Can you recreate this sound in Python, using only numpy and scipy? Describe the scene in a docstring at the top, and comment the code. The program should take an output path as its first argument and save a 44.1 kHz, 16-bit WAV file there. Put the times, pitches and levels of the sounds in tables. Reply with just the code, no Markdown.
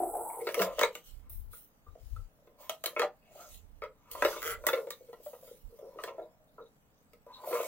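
"""Wheels whirr and plastic rubs as a hollow toy car rolls in over carpet in a quiet room; hard knocks follow.
The car is lifted, turned in the hands and set down: blows and rubs excite decaying modes of its shell,
stick-slip creaks and squeaks, and strokes on the pile hiss as dense random grains.
Quick moves puff turbulent air at two close microphone ports, over faint hum and hiss."""
import sys
import numpy as np
from scipy import signal
from scipy.fft import rfft, irfft
from scipy.io import wavfile
from scipy.ndimage import uniform_filter1d

SR = 44100
rng = np.random.default_rng(int(sys.argv[2]) if len(sys.argv) > 2 else 0)


def linear_from_db(decibels):
    """Turn decibels (scalar or array-like) into linear amplitude factors; 0 gives 1."""
    return 10 ** (np.asarray(decibels, float) / 20)


def file_out(sig):
    """Save sig as 16-bit WAV at sys.argv[1]."""
    # one column per channel
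    cols = np.atleast_2d(sig).T
    # limit, then scale
    lim = np.clip(cols, -1, 1)
    pcm = np.round(lim * 32767).astype(np.int16)
    wavfile.write(sys.argv[1], SR, pcm)


N = 338511  # length in samples

# Modes of the plastic shell. Each row: frequency in Hz, relative level in dB, 60 dB decay time in s.
SHELL_MODES = [(180, -9, 0.079), (325, -5, 0.044), (372, 0, 0.035), (460, -1, 0.068), (540, 1.5, 0.036),
               (623.4, 1.5, 0.053), (705, -6.5, 0.039), (819.4, -4, 0.026), (972, 1, 0.026),
               (1042.6, -6.5, 0.054), (1199, -2, 0.047), (1311, -3, 0.031), (1367, -3.5, 0.033),
               (1777, 3.5, 0.015), (2027, 0.5, 0.015), (2264, 7, 0.0098), (2610, 4, 0.0098),
               (3400, -1.5, 0.022), (3930, -1.5, 0.011), (4450, -3, 0.014), (5295, -3, 0.006)]
MIDDLE_HZ, UPPER_HZ = 880, 1550  # edges between the modes of large, small and tiny panels
STEP = 64  # samples between envelope values


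def evened(x):
    """Normalizes a signal to unit rms."""
    return x / np.sqrt(np.mean(x ** 2) + 1e-20)


def read(points, hz):
    """Interpolates a table of (Hz, value) along a logarithmic frequency axis."""
    f, value = np.transpose(points)
    return np.interp(np.log(hz + 1), np.log(f + 1), value)


def curves(rows):
    """Interpolates each column of a time table linearly, one value a sample."""
    s, *columns = np.transpose(rows)
    return [np.interp(np.arange(N) / SR, s, column) for column in columns]


def add(mix, s, sound):
    """Superposes a sound on the mix from time s in seconds."""
    part = mix[round(s * SR):][:len(sound)]
    part += sound[:len(part)]


def coloured(x, points):
    """Filters linearly by a gain table of (Hz, dB), without phase shift."""
    gain = linear_from_db(read(points, np.fft.rfftfreq(x.shape[-1], 1 / SR)))
    return irfft(rfft(x) * gain, x.shape[-1])


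def grains(size, per_s, spread_db):
    """Random impulses of either sign at a mean rate, a few of them large."""
    height = linear_from_db(spread_db * np.minimum(rng.exponential(1, size), 4))
    return height * (rng.random(size) < per_s / SR) * rng.choice([-1., 1.], size)


def spread(pair):
    """Partial correlation of a wide source: the right port hears partly other grains than the left."""
    return np.array([pair[0], 0.43 * pair[0] + 1.2 * pair[1]])


def swells(rows, bend):
    """Power envelope of each row: 1 at its moment, 20 dB down one rise before and one fall after."""
    s, rise, fall = np.transpose(rows)[:3, :, None]
    t = np.arange(0, N + STEP, STEP) / SR - s
    return linear_from_db(-2 * 20 * (abs(t) / np.where(t < 0, rise, fall)) ** bend)


def smooth(values):
    """Interpolates envelope values linearly to one a sample."""
    return np.interp(np.arange(N) / STEP, np.arange(len(values)), values)


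def ring(hz, db, t60):
    """Impulse response of one damped mode; the contact lasts a cycle or two."""
    t = np.arange(4000) / SR
    contact = 1 - np.exp(-(t * hz * 0.71) ** 2)
    return linear_from_db(db - 60 * t / t60) * np.sin(2 * np.pi * hz * t) * contact


def panel_size(hz):
    """Modal frequency tells panel size: 0 large, 1 small, 2 tiny."""
    return np.searchsorted([MIDDLE_HZ, UPPER_HZ], hz)


def near(hz, panel_hz, slope_db):
    """Modal coupling in dB, weaker away from the panel touched; slope in dB per octave."""
    return -np.minimum(slope_db * abs(np.log2(hz / panel_hz)), 21)


def blow_coupling(hz, panel_hz, other_db, crack_db, soft):
    """A contact's hardness sets its spectrum: cushioned blows leave the upper modes weak (result in dB)."""
    dull_db = -4 * soft ** 2 * np.log2(2 * hz / UPPER_HZ)
    upper_db = other_db + 0.25 * crack_db + 3.5 + dull_db
    struck_db = near(hz, panel_hz, slope_db=41 if panel_hz < UPPER_HZ else 28)
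    struck = panel_size(hz) == panel_size(panel_hz)
    return np.select([struck, hz > UPPER_HZ], [struck_db, upper_db], other_db)


def knocks():
    """Impact excitation: a blow and the loose parts chattering after it ring the modes; a crack on top."""
    # Each row: nominal contact time in seconds, peak level in dB, pitch in Hz of the panel struck,
    # relative level of the other panels in dB, crack level in dB.
    blows = [(0.47, -21, 479, -12, -35.5), (0.489, -26, 516, -10.5, -38), (0.543, -22, 403, -8.5, -22),
             (0.571, -21.5, 488, -17.5, -60), (0.594, -19, 497, -6, -40), (0.602, -17, 180, -28, -60),
             (0.618, -18, 555, -6, -18), (0.711, -36, 546, -20, -54.5), (0.785, -22, 567, -6, -59),
             (0.792, -23, 3400, -10, -20), (0.812, -16, 1777, -9.5, -22), (0.829, -21.5, 2264, -12, -30),
             (0.833, -12.5, 490, -2, -20.5), (0.848, -25, 540, -15.5, -30),
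             (0.952, -31.5, 2550, -11.5, -29.5), (1.297, -62, 1200, -14, -41.5),
             (1.533, -47, 1460, -21, -59.5), (1.867, -48, 1190, -15, -83), (1.954, -42, 594, -29, -63),
             (2.163, -42.5, 1415, -20, -54.5), (2.473, -49.5, 425, -21.5, -69.5),
             (2.695, -25, 657, -10, -45), (2.695, -25.5, 3400, -30, -21), (2.839, -26, 643, -12.5, -22.5),
             (2.859, -20, 3820, -27.5, -17), (2.875, -34.5, 543, 7, -41), (2.929, -46, 590, -18, -59.5),
             (2.965, -22.5, 2264, -8, -49.5), (2.995, -16.5, 478, -9, -25.5), (3.018, -17, 634, -5, -32.5),
             (3.031, -19.5, 808, -27, -39), (3.355, -43.5, 664, -52, -52.5), (3.821, -28.5, 508, -1.5, -52),
             (3.838, -29, 540, -4, -47.5), (4.114, -49.5, 460, -18, -29), (4.152, -31.5, 528, -10, -70),
             (4.223, -13.5, 1925, -9.5, -25.5), (4.249, -13, 518, -15.5, -26.5),
             (4.283, -26.5, 1020, 2, -43), (4.328, -34, 1370, -12.5, -47), (4.363, -31.5, 473, -8.5, -51),
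             (4.64, -32, 611, -8.5, -65.5), (4.667, -17, 1777, -12.5, -10),
             (4.687, -17.5, 508, -4.5, -23.5), (4.732, -17.5, 543, -9, -33),
             (4.775, -24.5, 460, -13, -44.5), (4.871, -32.5, 509, -23.5, -50), (4.905, -31, 460, -4, -25.5),
             (5.008, -45, 467, -32, -79), (5.087, -41, 480, -21.5, -74), (5.13, -36.5, 522, -22, -52.5),
             (5.2, -46.5, 490, -28, -72), (5.262, -33, 570, -23.5, -50.5), (5.333, -38.5, 558, -18.5, -68),
             (5.428, -43, 540, -20, -76), (5.475, -44.5, 500, -11.5, -67.5), (5.512, -39, 460, -33, -58),
             (5.789, -42, 545, -28, -52.5), (5.827, -39, 487, -45, -74.5), (5.96, -41, 460, -28, -75),
             (5.988, -30, 1210, -8.5, -56.5), (6.037, -27, 498, -8.5, -29), (6.077, -32.5, 585, -9.5, -59),
             (6.184, -28.5, 568, -27.5, -63), (6.219, -33.5, 603, -37, -61), (6.586, -39.5, 460, -9.5, -97),
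             (7.133, -49.5, 474, -17.5, -48.5), (7.265, -41.5, 479, -28, -59),
             (7.438, -37.5, 940, -19.5, -65), (7.473, -29.5, 613, -23, -47),
             (7.514, -26, 540, -16.5, -54.5), (7.53, -21.5, 520.4, -16, -45.5),
             (7.552, -25.5, 540, -7.5, -46), (7.601, -22.5, 518.8, -20.5, -43)]
    cushion_s, cushion_db = 0.0019, -36.5  # base rise time; it doubles with the crack this far under the blow
    body, crack, hz = np.zeros(N), np.zeros((2, N)), np.transpose(SHELL_MODES)[0]
    t = np.arange(3000) / SR
    for s, db, panel_hz, other_db, crack_db in blows:
        soft = (crack_db - db) / cushion_db
        lean_db = blow_coupling(hz, panel_hz, other_db, crack_db - db, soft)
        lean_db = lean_db + 2.6 * rng.standard_normal(len(hz))  # uneven each time
        lean = linear_from_db(lean_db) * rng.choice([-1, 1], len(hz))

        loose = np.clip(soft, 0, 1)
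        hits = (rng.random(len(t)) < 550 / SR) * rng.standard_normal(len(t))
        chatter = (0.1 + 0.26 * loose) * hits * np.exp(-(t / (0.0087 + 0.016 * loose)) ** 2)
        chatter[0] = 1  # the blow itself

        # the hands bend the shell, shifting its modes
        grip = 1 + (0.037 + 0.016 * panel_size(hz)) * rng.standard_normal(len(hz))
        rings = np.array([ring(f * g, mode_db, t60) for (f, mode_db, t60), g in zip(SHELL_MODES, grip)])
        sound = signal.fftconvolve(chatter, lean @ rings)
        rise_s = cushion_s * 2 ** soft
        sound[:len(t)] *= 1 - np.exp(-(t / rise_s) ** 0.8)  # the pile cushions the blow
        s = s - 1.5 * max(rise_s - cushion_s, 0)  # a soft contact begins earlier
        add(body, s, linear_from_db(db) * sound / abs(sound).max())

        snap = (1 - np.exp(-t / (0.14 * rise_s))) * np.exp(-t / 0.0024)
        snap = abs(signal.fftconvolve(abs(chatter) ** 1.8, snap)[:len(t)])
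        after = 0.17 * (1 - np.exp(-t / 0.0015)) * np.exp(-t / 0.027)
        hiss = spread(rng.standard_normal((2, len(t))))
        add(crack.T, s, (linear_from_db(crack_db) * (snap + after) * hiss).T)
    return body, crack


def rubs():
    """Friction as dense random impacts: axles and fingers tick into the shell, most into panels touched."""
    # Each row: moment, rise and fall in seconds, level in dB, pitch in Hz of the panel rubbed.
    rub_rows = [(0.073, 0.11, 0.1, -39.5, 707), (0.021, 0.28, 0.11, -36.5, 376),
                (.145, 0.014, 0.21, -33.5, 703), (.19, 0.17, 0.077, -39.5, 438),
                (.42, 0.11, 0.12, -41, 460), (0.641, 0.17, 0.13, -34.5, 582),
                (.645, 0.043, 0.11, -39, 1114), (1.259, 0.081, 0.1, -69, 1133),
                (2.501, 0.27, 0.24, -64, 594), (2.619, 0.059, 0.034, -53.5, 625),
                (2.63, 0.066, 0.12, -54, 1040), (3.27, 0.079, 0.16, -66.5, 2840),
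                (3.41, 0.18, 0.12, -49, 676), (3.415, 0.066, 0.083, -55.5, 1296),
                (4.278, 0.14, 0.06, -39, 502), (4.3, 0.23, 0.17, -42, 1116), (4.48, 0.12, 0.088, -41, 461),
                (4.788, 0.19, 0.094, -35.5, 494), (5.729, 0.043, 0.044, -54.5, 462),
                (5.839, 0.061, 0.091, -48.5, 540), (6.121, 0.23, 0.085, -50.5, 542),
                (6.124, 0.4, 0.19, -60, 960), (6.4, 0.42, 0.23, -66.5, 640), (6.611, 0.038, 0.05, -44, 476),
                (7.52, 0.11, 0.38, -36, 582), (7.56, 0.095, 0.18, -39, 1110),
                (7.59, 0.12, 0.27, -53.5, 2440),]
    across_db = -28.5  # coupling per step of panel size
    above_db = -25  # coupling from small panels up to tiny ones
    out, shape = np.zeros(N), swells(rub_rows, bend=1.42)
    bumps = evened(grains(N, per_s=390, spread_db=2.5))  # felt by all panels at once
    rub_db, panel_hz = np.transpose(rub_rows)[3:]
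    for hz, db, t60 in SHELL_MODES:
        step = panel_size(hz) - panel_size(panel_hz)
        touched_db = near(hz, panel_hz, slope_db=60.5)
        upward = (step == 1) & (hz > UPPER_HZ)
        lean_db = np.select([step == 0, upward], [touched_db, above_db], across_db * abs(step))
        level = smooth(np.sqrt(linear_from_db(rub_db + lean_db) ** 2 @ shape))
        own_ticks = evened(grains(N, per_s=1300, spread_db=5.0))
        ticks = (0.32 * bumps + 0.9 * own_ticks) * level
        mode = ring(hz, 0, t60)
        add(out, 0, linear_from_db(db) * signal.oaconvolve(ticks, mode / np.linalg.norm(mode)))
    return out


def rolling():
    """Resonant filtering: bumps of the pile excite a hollow resonance that drifts as the load shifts."""
    # The car rolling in. Each row: time in seconds, pitch in Hz, level in dB.
    path = [(0, 734, -29), (.07, 722, -40.5), (.125, 780, -51), (.137, 790, -36.5), (.24, 850, -46),
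            (.34, 910, -41), (.42, 800, -44), (.47, 760, -90.5)]
    width_hz = 140  # bandwidth of each of the two equal poles
    hz, db = curves(path)
    turn = np.exp(2j * np.pi * np.cumsum(hz) / SR)
    r = np.exp(-np.pi * width_hz / SR)
    low = grains(N, per_s=800, spread_db=3.0) / turn  # shifted down so that the resonance lies at 0 Hz
    resonance = signal.lfilter([1], np.convolve([1, -r], [1, -r]), low)
    return linear_from_db(db) * evened((turn * resonance).real)


def wheels():
    """Band-limited random impulses: wheels whirr with a thin high hiss; its spectrum is set by the table below."""
    # Humps of the spectrum. Each row: centre in Hz, half-width in Hz to 1/e, relative level in dB.
    humps = [(7910, 280, 4), (9880, 1500, 3), (13800, 950, 2.5), (15700, 600, -5.5)]
    # The car coasting in. Each row: time in seconds, level in dB.
    coast = [(0, -47.5), (.3, -45), (.42, -51.5), (.5, -74), (.56, -140)]
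    f = np.fft.rfftfreq(N, 1 / SR)
    shape = sum(linear_from_db(db) * np.exp(-((f - hz) / width) ** 4) for hz, width, db in humps)
    hiss = rfft(spread(grains((2, N), per_s=4200, spread_db=5.0)))
    return linear_from_db(curves(coast)[0]) * evened(irfft(hiss * shape, N))


def creak():
    """Stick-slip of a finger dragged over the shell: each slip rings two panels and spits a little hiss."""
    # Each row: time in seconds, mean slips per second, level in dB.
    drag = [(4.409, 95, -40.5), (4.42, 100, -33.5), (4.455, 155, -30.5), (4.485, 150, -33.5),
            (4.505, 200, -31.5), (4.535, 200, -34), (4.575, 220, -59)]
    # Panels rung. Each row: pitch in Hz, relative level in dB.
    panels = [(1370, -1.5), (2040, -1)]
    rate, db = curves(drag)
    t = np.arange(N) / SR
    jitter = evened(uniform_filter1d(rng.standard_normal(N), size=300))
    rate = rate * (t > drag[0][0]) * (t < drag[-1][0]) * (1 + 0.027 * jitter)
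    slips = np.diff(np.floor(np.cumsum(rate) / SR), prepend=0)
    slips = slips * linear_from_db(db + 2.8 * rng.standard_normal(N))
    body = sum(ring(hz, mode_db + panel_db + near(hz, panel_hz, slope_db=70.5), t60 * 1.11)
               for hz, mode_db, t60 in SHELL_MODES for panel_hz, panel_db in panels)
    spit = signal.oaconvolve(abs(slips), np.exp(-t[:600] / 0.0011))[:N]
    hiss = linear_from_db(3) * spit * spread(rng.standard_normal((2, N)))
    return signal.oaconvolve(slips, body)[:N], hiss


def squeaks():
    """Stick-slip of plastic on plastic at an axle: a breathy tone, its frequency and amplitude modulated."""
    # Each row: start in seconds, level in dB, length in seconds, mean pitch in Hz.
    tones = [(0.288, -57.5, 0.029, 2204), (0.326, -60, 0.036, 2150), (0.391, -54.5, 0.046, 2145),
             (4.906, -46, 0.038, 3880), (6.203, -69, 0.052, 3830), (6.464, -76.5, 0.046, 3740),
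             (6.605, -69.5, 0.041, 3820), (6.649, -65, 0.029, 3900), (7.254, -54, 0.098, 994),
             (7.311, -52.5, 0.085, 3920), (7.327, -55, 0.13, 1000)]
    out = np.zeros(N)
    for s, db, length, hz in tones:
        waver = evened(uniform_filter1d(rng.standard_normal(round(length * SR)), size=120))
        tone = np.sin(2 * np.pi * np.cumsum(hz * (1 + 0.035 * waver)) / SR)
        add(out, s, linear_from_db(db) * tone * (1 + 0.9 * waver[::-1]) * np.hanning(len(tone)))
    return out


def strokes():
    """Powers of independent sources add: level of the brushing, and brightness in dB of the loudest strokes."""
    # Hands and wheels on the pile. Each row: moment, rise and fall in seconds, level in dB, brightness in dB.
    stroke_rows = [(.51, 0.15, 0.22, -45.5, -1), (0.626, 0.068, 0.058, -28.5, 0.5),
                   (.84, 0.16, 0.075, -42, -7), (.97, 0.082, 0.082, -51, -4), (1.058, 0.032, 0.17, -51, 1),
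                   (1.303, 0.012, 0.17, -48.5, 17), (1.538, 0.037, 0.15, -46, 12),
                   (2.07, 0.2, 0.27, -60, 0), (2.616, 0.039, 0.24, -50, 0.5), (2.9, 0.1, 0.18, -55, 6.5),
                   (3.048, 0.23, 0.032, -51.5, -11), (3.42, 0.15, 0.22, -49, -5),
                   (3.549, 0.14, 0.068, -48, 1), (4.118, 0.012, 0.14, -41.5, 6.5),
                   (4.27, 0.14, 0.29, -38, -2.5), (4.513, 0.12, 0.027, -34, 3),
                   (4.71, 0.092, 0.15, -42.5, 2.5), (4.9, 0.5, 0.97, -60, 1),
                   (5.249, 0.053, 0.28, -51.5, 6.5), (5.46, 0.08, 0.18, -51, 5.5),
                   (5.75, 0.79, 0.62, -63.5, 4), (6.069, 0.11, 0.053, -48, -5),
                   (7.49, 0.052, 0.29, -39.5, 9.5), (7.67, 0.27, 0.11, -39, -1)]
    db, bright_db = np.transpose(stroke_rows)[3:]
    power = linear_from_db(db)[:, None] ** 2 * swells(stroke_rows, bend=1.5)
    total = power.sum(0) + linear_from_db(-70) ** 2  # faint rustle between the strokes
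    return smooth(np.sqrt(total)), smooth(bright_db @ power / total)


def brushing():
    """Amplitude-modulated grain noise: the pile hisses finely, catching unevenly."""
    catch = evened(uniform_filter1d(rng.standard_normal(N), size=200))
    hiss = evened(spread(grains((2, N), per_s=16000, spread_db=2.5)))
    return strokes()[0] * linear_from_db(1.5 * catch) * hiss


def sheen(x):
    """Time-varying spectral tilt: skin on smooth plastic is bright, the shell on the pile is dull."""
    # Spectrum of brushing and cracks. Each row: frequency in Hz, density in dB per Hz.
    spectrum = [(1200, -22), (3000, -6.5), (5000, -8.5), (7000, -6.5), (9000, -10), (11000, -10.5),
                (13000, -7), (15800, 0), (16400, -38.5)]
    x, bright_db = coloured(x, spectrum), strokes()[1]
    z = signal.stft(x, nperseg=256)[2]
    patches = uniform_filter1d(rng.standard_normal(z.shape[1:]), size=2, axis=0)
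    patches = evened(uniform_filter1d(patches, size=30, axis=1))
    x = signal.istft(z * linear_from_db(4.2 * patches), nperseg=256)[1][:, :N]  # some bands stand out for a moment
    dull = coloured(x, [(8000, 0.0), (12000, -33.5)])
    return linear_from_db(-bright_db / 2) * dull + linear_from_db(bright_db / 2) * (x - dull)


def room(x):
    """Reverberation by sparse random echoes, each band decaying at its own speed; bass alike at both ports."""
    # Each row: frequency in Hz, 60 dB decay time in seconds.
    decay = [(300, 0.19), (1000, 0.18), (4000, 0.13), (14000, 0.031)]
    taps = np.zeros((2, SR // 2))
    at = np.arange(120, SR // 2 - 20, 20)
    at = at + rng.integers(0, 20, (2, len(at)))
    np.put_along_axis(taps, at, rng.choice([-1., 1.], at.shape), 1)
    hz, t, z = signal.stft(taps, SR, nperseg=256)
    same = np.clip(read([(600, 0.97), (2000, 0.76), (5000, 0.098)], hz), 0, 1)[:, None]
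    z[1] = same * z[0] + np.sqrt(1 - same ** 2) * z[1]
    tail = signal.istft(z * linear_from_db(-60 * t / read(decay, hz)[:, None]), SR, nperseg=256)[1]
    return signal.fftconvolve(x[None], tail / np.linalg.norm(tail[0]), axes=1)[:, :N]


def puffs():
    """Turbulent pressure as low-frequency noise, lumpy in level and unrelated at the two ports."""
    # Gusts of moving air. Each row: moment, rise and fall in seconds, left level in dB, right level in dB.
    gusts = [(.12, 0.45, 0.22, -68.5, -56.5), (.76, 0.25, 0.15, -75, -54), (1.17, 0.11, 0.18, -74.5, -47),
             (1.4, 0.15, 0.15, -39, -51.5), (1.89, 0.026, 0.066, -42.5, -73),
             (2.049, 0.041, 0.055, -35, -66), (2.15, 0.069, 0.13, -33.5, -47), (3.62, 0.16, 0.32, -78, -49),
             (4.25, 0.19, 0.12, -56, -56), (4.6, 0.24, 0.13, -83.5, -48), (5.659, 0.038, 0.072, -67.5, -44)]
    spectrum = [(12, -49.0), (28, 4.0), (55, -6.0), (90, -6.5), (200, -61.0)]
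    air = coloured(rng.standard_normal((2, N)), spectrum)
    calm = linear_from_db(-73) ** 2  # air between the gusts
    power = linear_from_db(np.transpose(gusts)[3:]) ** 2 @ swells(gusts, bend=2.5) + calm
    return np.array([smooth(np.sqrt(port)) for port in power]) * evened(air)


def hush():
    """Noise of set coherence between the ports: distant house hum, and the hiss of each microphone."""
    # Quiet room. Each row: frequency in Hz, density in dB per Hz before scaling.
    spectrum = [(12, -22), (20, -3), (60, -31), (111, -7.5), (178, -9), (287, -10.5), (380, -24),
                (414, -13.5), (1380, -22.5), (1990, -26.5), (7860, -49), (16300, -36.5)]
    # Each row: frequency in Hz, left-right correlation (negative is opposed).
    likeness = [(60, 0.52), (380, 0.94), (2380, -0.58), (15000, -0.66)]
    left, other = rfft(rng.standard_normal((2, N)))
    hz = np.fft.rfftfreq(N, 1 / SR)
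    same = np.clip(read(likeness, hz), -1, 1)
    pair = np.array([left, same * left + np.sqrt(1 - same ** 2) * other])
    return linear_from_db(-69) * evened(irfft(pair * linear_from_db(read(spectrum, hz)), N))


def scene():
    """Arrival by path length: the toy reaches the left port first, then the right, then by way of the walls."""
    blows, cracks = knocks()
    slips, spits = creak()
    toy = blows + slips + rubs() + rolling() + squeaks() + wheels()
    toy = toy + sheen(cracks + spits + brushing())
    direct = np.array([linear_from_db(1.08) * toy[0], np.roll(toy[1], 4)])  # the right port lags by 4 samples
    bass_cut = [(110, -40.0), (180, -13.5), (340, -1.5)]  # the toy's sound thins out steeply below about 300 Hz
    return coloured(direct + linear_from_db(-7.5) * room(toy[0]), bass_cut) + puffs() + hush()


def low_pass(x):
    """Removes everything above the highest recorded frequency."""
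    return signal.sosfilt(signal.butter(12, 16960, fs=SR, output="sos"), x)


def record(dry):
    """Takes the superposed sound at the two ports as the finished mix."""
    return low_pass(dry)


dry = scene()
out = record(dry)
file_out(out)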